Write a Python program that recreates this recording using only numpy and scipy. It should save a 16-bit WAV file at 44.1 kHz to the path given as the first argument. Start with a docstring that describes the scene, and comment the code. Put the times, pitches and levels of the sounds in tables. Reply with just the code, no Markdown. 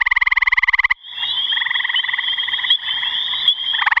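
"""Tree frogs at a night pond

A tree frog trills right up close, rests, and starts again; each pulse is a rising tone that swells
and is cut off sharply. In the pause the gain control opens on three more tree frogs and a dense
chorus of small frogs whose peeps glide upward, over distant trills and the wash of the pond."""
import sys
import numpy as np
from scipy import signal
from scipy.io import wavfile
from scipy.ndimage import uniform_filter1d, minimum_filter1d

SR = 44100
rng = np.random.default_rng(int(sys.argv[2]) if len(sys.argv) > 2 else 0)


def master(y):
    """Save y as 16-bit WAV."""
    cut = np.clip(np.atleast_2d(y).T, -1, 1)
    pcm = np.round(cut * 32767)  # scale
    wavfile.write(sys.argv[1], SR, pcm.astype(np.int16))


N = 176400

# The close frog's pulses: cutoff_s, level_db, pitch_hz, length_s, relative_glide_per_s
CLOSE_PULSES = [(0.0232, 25.5, 986, 0.015, 11.8), (0.076, 23.5, 1006, 0.016, 10.6),
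                (0.1257, 25, 1018, 0.014, 6.8), (0.1773, 24.5, 1017, 0.017, 8.2),
                (0.2293, 25, 1021, 0.016, 7.5), (0.2793, 24.5, 1031, 0.015, 8.7),
                (0.3296, 24.5, 1028, 0.015, 8.1), (0.3821, 25.5, 1026, 0.016, 8.1),
                (0.4323, 24.5, 1022, 0.016, 9.2), (0.4842, 25.5, 1032, 0.017, 6.8),
                (0.537, 27, 1029, 0.017, 7.5), (0.5903, 28, 1027, 0.017, 7.9),
                (0.642, 27, 1021, 0.015, 8.7), (0.6963, 28, 1028, 0.0166, 6.5),
                (0.7495, 28.5, 1027, 0.0166, 7.8), (0.8023, 29, 1029, 0.017, 6.7),
                (0.8566, 30.5, 1029, 0.017, 6.2), (0.9206, 29.5, 1016, 0.016, 6.7),
                (3.8263, -2, 899, 0.014, 32), (3.8796, 14.5, 930, 0.013, 16.5),
                (3.9297, 16.5, 931, 0.0153, 13.4), (3.9798, 18, 965, 0.015, 12)]
# How full its vocal sac is: time_s, fullness_share
SAC_FULLNESS = [(0, 0.89), (.9, 0.89), (3.83, 0.096), (3.93, 0.45), (3.98, 0.59)]
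# Harmonics of a pulse, fundamental first: level_db, swell_factor, decay_db_per_s
PULSE_HARMONICS = [(-12, 0.48, 2702.5), (1, 0.91, 5202.5), (-18, 0.78, 11015.5), (-33, 1.0, 11991.5),
                   (-42.5, 1, 12000), (-45.5, 0.6, 12000), (-61.5, 1, 12007)]
# Tone colour of a tree frog's body: frequency_hz, gain_db
BODY_EQ = [(100, -50), (560, -33), (700, -28.5), (820, -4.5), (1000, -2.5), (1200, 5), (1450, -4),
           (1700, -3), (2050, 2), (2700, 0), (4200, 9.5), (6400, 1), (7300, 1), (7800, -26.5), (9500, -14),
           (11300, -1), (12500, -24), (16000, -42)]
# The neighbouring frog's pulses: cutoff_s, level_db, pitch_hz
NEIGHBOUR_PULSES = [(1.481, -22, 989), (1.536, -7.5, 914), (1.579, -2, 954), (1.624, 0, 960),
                    (1.671, -0.5, 965), (1.716, -1.5, 980), (1.763, -1.5, 975), (1.809, -1, 976),
                    (1.856, -1, 970), (1.904, -2, 972), (1.952, -2.5, 971), (2.001, -4, 971),
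                    (2.05, -1, 977), (2.098, -1.5, 974), (2.145, -1.5, 993), (2.196, -1.5, 969),
                    (2.244, -12, 978), (2.289, -10, 979), (2.338, -10, 981), (2.39, -8.5, 981),
                    (2.44, -10.5, 972), (2.492, -8, 985), (2.544, -9.5, 970), (2.599, -9.5, 973),
                    (2.652, -8.5, 991), (2.711, -10.5, 976), (3.754, -6, 923), (3.798, -3.5, 922),
                    (3.845, -8, 980)]
# Pulses of a frog further off: cutoff_s, level_db, pitch_hz
FURTHER_PULSES = [(0.991, -43.5, 968), (1.036, -30, 999), (1.089, -19.5, 978), (1.137, -19.5, 996),
                  (1.19, -20.5, 959), (1.242, -16.5, 985), (2.842, -18.5, 948), (2.894, -14.5, 1005),
                  (2.938, -20, 941), (2.984, -16, 975), (3.037, -14, 995), (3.075, -19, 941),
                  (3.125, -18, 962), (3.173, -25, 956), (3.217, -27, 989), (3.291, -25.5, 965),
                  (3.342, -19, 998), (3.405, -24.5, 1011), (3.466, -21.5, 1005), (3.526, -34, 1011),
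                  (3.591, -22.5, 1006), (3.648, -22, 1025)]
# Peeps that stand out of the chorus: start_s, length_s, first_hz, last_hz, level_db
NEAR_PEEPS = [(1.031, 0.1, 3580, 3760, -25), (1.034, 0.07, 3130, 3500, -14),
              (1.148, 0.27, 2690, 3100, -29.5), (1.167, .1, 3560, 3730, -36), (1.2, 0.19, 3250, 3500, -21),
              (1.249, 0.078, 3660, 3944, -20), (1.368, 0.091, 3102, 3370, -13.5),
              (1.445, 0.079, 3330, 3680, -24), (1.49, 0.071, 3102, 3350, -11.5),
              (1.55, 0.064, 3424, 3496, -21), (1.558, 0.084, 3203, 3425, -12.5),
              (1.727, 0.067, 3540, 3800, -28.5), (1.739, 0.058, 3256, 3440, -10),
              (1.955, 0.058, 2950, 3190, -4), (1.959, 0.11, 3650, 3940, -31.5),
              (2.076, .11, 2690, 2900, -38), (2.274, 0.079, 3120, 3270, -12.5),
              (2.383, 0.082, 3200, 3310, -14.5), (2.515, 0.067, 3150, 3377, -16),
              (2.522, 0.078, 3526, 3750, -25.5), (2.625, .08, 3250, 3550, -20),
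              (2.656, 0.08, 3630, 3954, -25.5), (2.852, 0.065, 3000, 3090, -24.5),
              (2.856, 0.077, 2570, 2780, -36.5), (2.9, 0.098, 3067, 3296, -16.5),
              (3.035, 0.076, 3166, 3373, -18), (3.041, 0.19, 2640, 3134, -33),
              (3.14, 0.14, 3250, 3750, -20.5), (3.148, 0.052, 3100, 3200, -19),
              (3.33, 0.052, 3070, 3220, -25.5), (3.343, 0.082, 3736, 3910, -24.5),
              (3.53, 0.12, 3083, 3276, -17), (3.658, 0.15, 3130, 3464, -15),
              (3.748, 0.091, 3090, 3220, -18), (3.793, 0.059, 3520, 3690, -28),
              (2.701, 0.062, 3208, 3460, -2), (3.474, 0.061, 3256, 3470, -2)]
# Spectrum of the pond's far wash: frequency_hz, level_db
WASH_SPECTRUM = [(20, -29), (80, -14), (170, -19.5), (330, -23.5), (680, -24.5), (980, -5.5), (1400, -24.5),
                 (1980, -5), (2600, -29.5), (2950, -14), (3330, 1), (3750, -10.5), (4200, -33.5),
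                 (4950, -27), (5700, -37), (6900, -42), (7900, -63.5), (9300, -44.5), (12000, -45),
                 (15500, -55)]
# Echo of reeds and banks: frequency_hz, t60_s
POND_DECAY = [(300, 0.6), (1000, 0.088), (2000, .3), (3300, .4), (8000, 0.085)]


def trill_pulse(length, hz, glide, slack=0):
    """Tone and airflow of a pulse: raspy start, clean rising crest, cut-off at 2 * length, short ring."""
    crest_s, swell_db, closing_db = .00608, -16.5, -8.5
    flat_start, end_flick, flick_s = .05, .087, .00047
    sac_rise_db_per_s, slack_db, hiss_db = 194.5, 12.5, -44
    t = np.arange(-2 * length, .02, 1 / SR)  # zero is the cut-off
    before, after = np.minimum(t, 0), np.maximum(t, 0)
    envelope_db = swell_db * (np.maximum(-t - crest_s, 0) / max(length - crest_s, .002)) ** 1.49
    envelope_db += closing_db * np.clip(1 + before / crest_s, 0, 1) ** 3
    pitch = hz * np.exp(glide * (before + crest_s)) * (1 + end_flick * np.exp(before / flick_s))
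    pitch *= 1 - flat_start * np.tanh((before / length) ** 2)
    rasp = .48 * (np.clip(-t / length, 0, 1.4) ** 4 + .46 * slack)
    phase = 2 * np.pi * np.cumsum(pitch) / SR + rasp / 2 * wander(t, 600) + rng.uniform(0, 2 * np.pi)
    # A slack sac favours the fundamental.
    sac_db = sac_rise_db_per_s * (before + crest_s) + slack_db * slack
    tone = sum(amp(db + swell * envelope_db - decay * after + (k == 1) * sac_db) * np.cos(k * phase)
               for k, (db, swell, decay) in enumerate(PULSE_HARMONICS, 1))
    hiss = amp(hiss_db + .5 * envelope_db - 1000 * after) * rng.standard_normal(len(t))
    tone *= 1 + rasp * wander(t, 900)
    airflow = amp(.6 * envelope_db - 13000 * after)
    fade_in = np.minimum((t - t[0]) / .004, 1)
    return fade_in * (tone + hiss), fade_in * airflow


def frog_body(x, size=4096):
    """The body's resonances colour the voice, as a minimum-phase filter."""
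    log_gain = np.log(amp(curve_at(BODY_EQ, abs(np.fft.fftfreq(size, 1 / SR)))))
    ring = np.fft.ifft(np.exp(signal.hilbert(log_gain).conj())).real
    return signal.fftconvolve(x, ring[:size // 2])[:N]


def close_frog(puff_db=-21, puff_low_hz=24, puff_high_hz=300, wet_db=-44):
    """The lead trill, almost dry; the heaving vocal sac pushes puffs of air, weaker when it is slack."""
    voice, air = np.zeros(N), np.zeros(N)
    for cutoff, db, hz, length, glide in CLOSE_PULSES:
        fullness = np.interp(cutoff, *np.transpose(SAC_FULLNESS))
        tone, airflow = trill_pulse(length, hz, glide, slack=1 - fullness)
        add(voice, cutoff - 2 * length, amp(db) * tone)
        add(air, cutoff - 2 * length, amp(db) * fullness ** 2 * airflow)
    voice = frog_body(voice)
    puff = signal.sosfilt(signal.butter(2, puff_low_hz, "high", fs=SR, output="sos"), air)
    puff = signal.sosfiltfilt(signal.butter(2, puff_high_hz, fs=SR, output="sos"), puff)
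    return voice + amp(puff_db) * puff + amp(wet_db) * pond_echo(voice)


def other_frog(pulses, length_s=.02, glide_per_s=8.6, wet_db=-8.5, lowpass_hz=1870):
    """The same kind of trill from further away: duller and wetter."""
    voice = np.zeros(N)
    for cutoff, db, hz in pulses:
        add(voice, cutoff - 2 * length_s, amp(db) * trill_pulse(length_s, hz, glide_per_s)[0])
    voice = signal.sosfilt(signal.butter(3, lowpass_hz, fs=SR, output="sos"), frog_body(voice))
    return voice + amp(wet_db) * pond_echo(voice)


def joining_frog(start_s=2.8, end_s=3.46, gap_s=.0488, gain_db=-11.5, fade_db_per_s=13.5, hz=960):
    """A fourth tree frog joins late in the pause with an even, fading trill."""
    cutoffs = np.arange(start_s, end_s, gap_s)
    return other_frog([(s, gain_db - fade_db_per_s * (s - start_s), hz) for s in cutoffs])


def peep(length, first_hz, last_hz):
    """A nearly pure whistle that glides upward, with faint partials a fifth and an octave above."""
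    rise_s, fall_s, waver_hz, waver_db, fifth_db, octave_db = .0062, .0077, 13, 1.6, -44, -59.5
    t = np.arange(0, length, 1 / SR)
    pitch = first_hz + (last_hz - first_hz) * t / length + waver_hz * wander(t, 120)
    phase = 2 * np.pi * np.cumsum(pitch) / SR
    ramps = np.clip(np.minimum(t / rise_s, (length - t) / fall_s), 0, 1)
    envelope = np.sin(np.pi / 2 * ramps) ** 2 * amp(waver_db * wander(t, 70))
    partials = amp(fifth_db) * np.sin(1.5 * phase) + amp(octave_db) * np.sin(2 * phase)
    return envelope * (np.sin(phase) + partials)


def near_peepers(wet_db=-24):
    """The nearest small frogs, whistling clear of the chorus."""
    voice = np.zeros(N)
    for start, length, first_hz, last_hz, db in NEAR_PEEPS:
        add(voice, start, amp(db) * peep(length, first_hz, last_hz))
    return voice + amp(wet_db) * pond_echo(voice)


def peeper_chorus(peeps_per_s=130, centre_hz=3200, spread_hz=135, rise_hz=230.8):
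    """Overlapping peeps from all round the pond, softer towards the edges of their pitch range."""
    voice = np.zeros(N)
    for start in np.arange(-.1, N / SR, 1 / peeps_per_s):
        late, stretch, tune, loud = np.clip(rng.standard_normal(4), -2, 2)
        hz = centre_hz + spread_hz * tune
        call = peep(.1 * np.exp(.13 * stretch), hz, hz + rise_hz)
        add(voice, start + .018 * late, amp(5.1 * loud - .5 * tune ** 2) * call)
    return unit(voice + .25 * pond_echo(voice))


def distant_trills(frogs=4, pulses_per_s=55, centre_hz=980):
    """Tree frogs across the pond, each at its own pace and pitch."""
    voice = np.zeros(N)
    for pace, tune, offset in rng.uniform(-1, 1, (frogs, 3)):
        tone = trill_pulse(length=.02, hz=centre_hz * (1 + .071 * tune), glide=10.5)[0]
        beats = np.arange(offset - 1, N / SR * pulses_per_s * 1.2)
        for start in beats / (pulses_per_s * (1 + .038 * pace)):
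            add(voice, start, tone)
    return unit(frog_body(voice + pond_echo(voice)))


def pond_wash(flicker_db=3.5):
    """Far voices blurred into flickering noise, with low night rumble and faint hiss."""
    frames, hz = N // 256 + 5, np.fft.rfftfreq(1024, 1 / SR)
    real, imag, patches = rng.standard_normal((3, frames, 513))
    patches = unit(uniform_filter1d(uniform_filter1d(patches, size=10, axis=0), size=10, axis=1))
    level_db = curve_at(WASH_SPECTRUM, hz) + flicker_db * patches * np.clip(hz / 1000, .4, 1)
    spectrum = (real + 1j * imag) * amp(level_db)
    return unit(signal.istft(spectrum.T, nperseg=1024, noverlap=768)[1][:N])


def pond_echo(x, predelay_s=.0017):
    """Sparse echoes off reeds and banks, each band dying at its own speed."""
    size = SR // 2
    taps = rng.standard_normal(size) * (rng.random(size) < .1) * (np.arange(size) > predelay_s * SR)
    hz, t, bands = signal.stft(taps, SR, nperseg=256)
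    decay = amp(-60 * t / curve_at(POND_DECAY, hz)[:, None])
    tail = signal.istft(bands * decay, SR, nperseg=256)[1]
    return signal.fftconvolve(x, tail / np.linalg.norm(tail))[:N]


def gain_control(x, threshold_db=-22, ratio=7.13, sense_s=.025, attack_s=.018, release_db_per_s=124):
    """Heavy compression ducks the pond under every loud call and opens up in the gaps."""
    level_db = 10 * np.log10(lag(x ** 2, sense_s) + 1e-12)
    reduction_db = np.maximum(level_db - threshold_db, 0) * (1 - 1 / ratio)
    release_db = np.arange(N) / SR * release_db_per_s
    held_db = np.maximum.accumulate(reduction_db + release_db) - release_db
    return x * amp(-lag(held_db, attack_s))


def limiter(x, ceiling=.71, grit_knee=.26, grit_db=-25, grit_hz=3000):
    """Catches peaks that outrun the gain control; strong treble overloads with a gritty crackle."""
    treble = signal.sosfilt(signal.butter(6, 2800, "high", fs=SR, output="sos"), x)
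    overload = np.clip(peak_envelope(treble) - grit_knee, 0, .5)
    crackle = rng.standard_normal(N) * amp(2 * rng.standard_normal(N))
    grit = signal.lfilter(*signal.butter(1, grit_hz, fs=SR), crackle)
    return x / np.maximum(peak_envelope(x) / ceiling, 1) + amp(grit_db) * overload * grit


def peak_envelope(x):
    """Rides the peaks over about 2 ms."""
    return uniform_filter1d(-minimum_filter1d(-abs(x), size=90), size=60)


def amp(db):
    """Decibels to gain."""
    return 10 ** (np.asarray(db) / 20)


def unit(x):
    """Scales to rms 1."""
    return x / np.sqrt(np.mean(x ** 2) + 1e-20)


def curve_at(points, hz):
    """Reads a table on a log-frequency axis."""
    f, value = np.transpose(points)
    return np.interp(np.log(hz + 1), np.log(f + 1), value)


def add(mix, start_s, sound):
    """Mixes a sound in at its cue."""
    at = round(start_s * SR)
    sound = sound[max(-at, 0):]
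    part = mix[max(at, 0):][:len(sound)]
    part += sound[:len(part)]


def lag(x, seconds):
    """One-pole smoothing that starts settled."""
    pole = np.exp(-1 / (seconds * SR))
    return signal.lfilter([1 - pole], [1, -pole], x, zi=[pole * x[:SR // 20].mean()])[0]


def wander(t, per_s, count=64):
    """A random curve of about unit size."""
    return np.interp((t - t[0]) * per_s, np.arange(count), rng.standard_normal(count))


def scene():
    """The mono mix: every frog over the wash, with faders in dB."""
    mix = amp(-25.5) * pond_wash()
    mix += amp(2.5) * close_frog()
    mix += amp(5) * near_peepers()
    mix += amp(1.6) * other_frog(NEIGHBOUR_PULSES, length_s=.017, wet_db=-17, lowpass_hz=2450)
    mix += amp(5.5) * other_frog(FURTHER_PULSES, glide_per_s=10.5)
    mix += joining_frog()
    mix += amp(-42.5) * distant_trills()
    mix += amp(-16) * peeper_chorus()
    return mix[None]


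def record(dry):
    """The master chain: gain control, peak limiter and a steep high cut."""
    high_cut = signal.firwin(511, cutoff=15600, window=("kaiser", 9), fs=SR)
    return signal.oaconvolve(limiter(gain_control(dry[0])), high_cut, "same")[None]


dry = scene()
out = record(dry)
master(out)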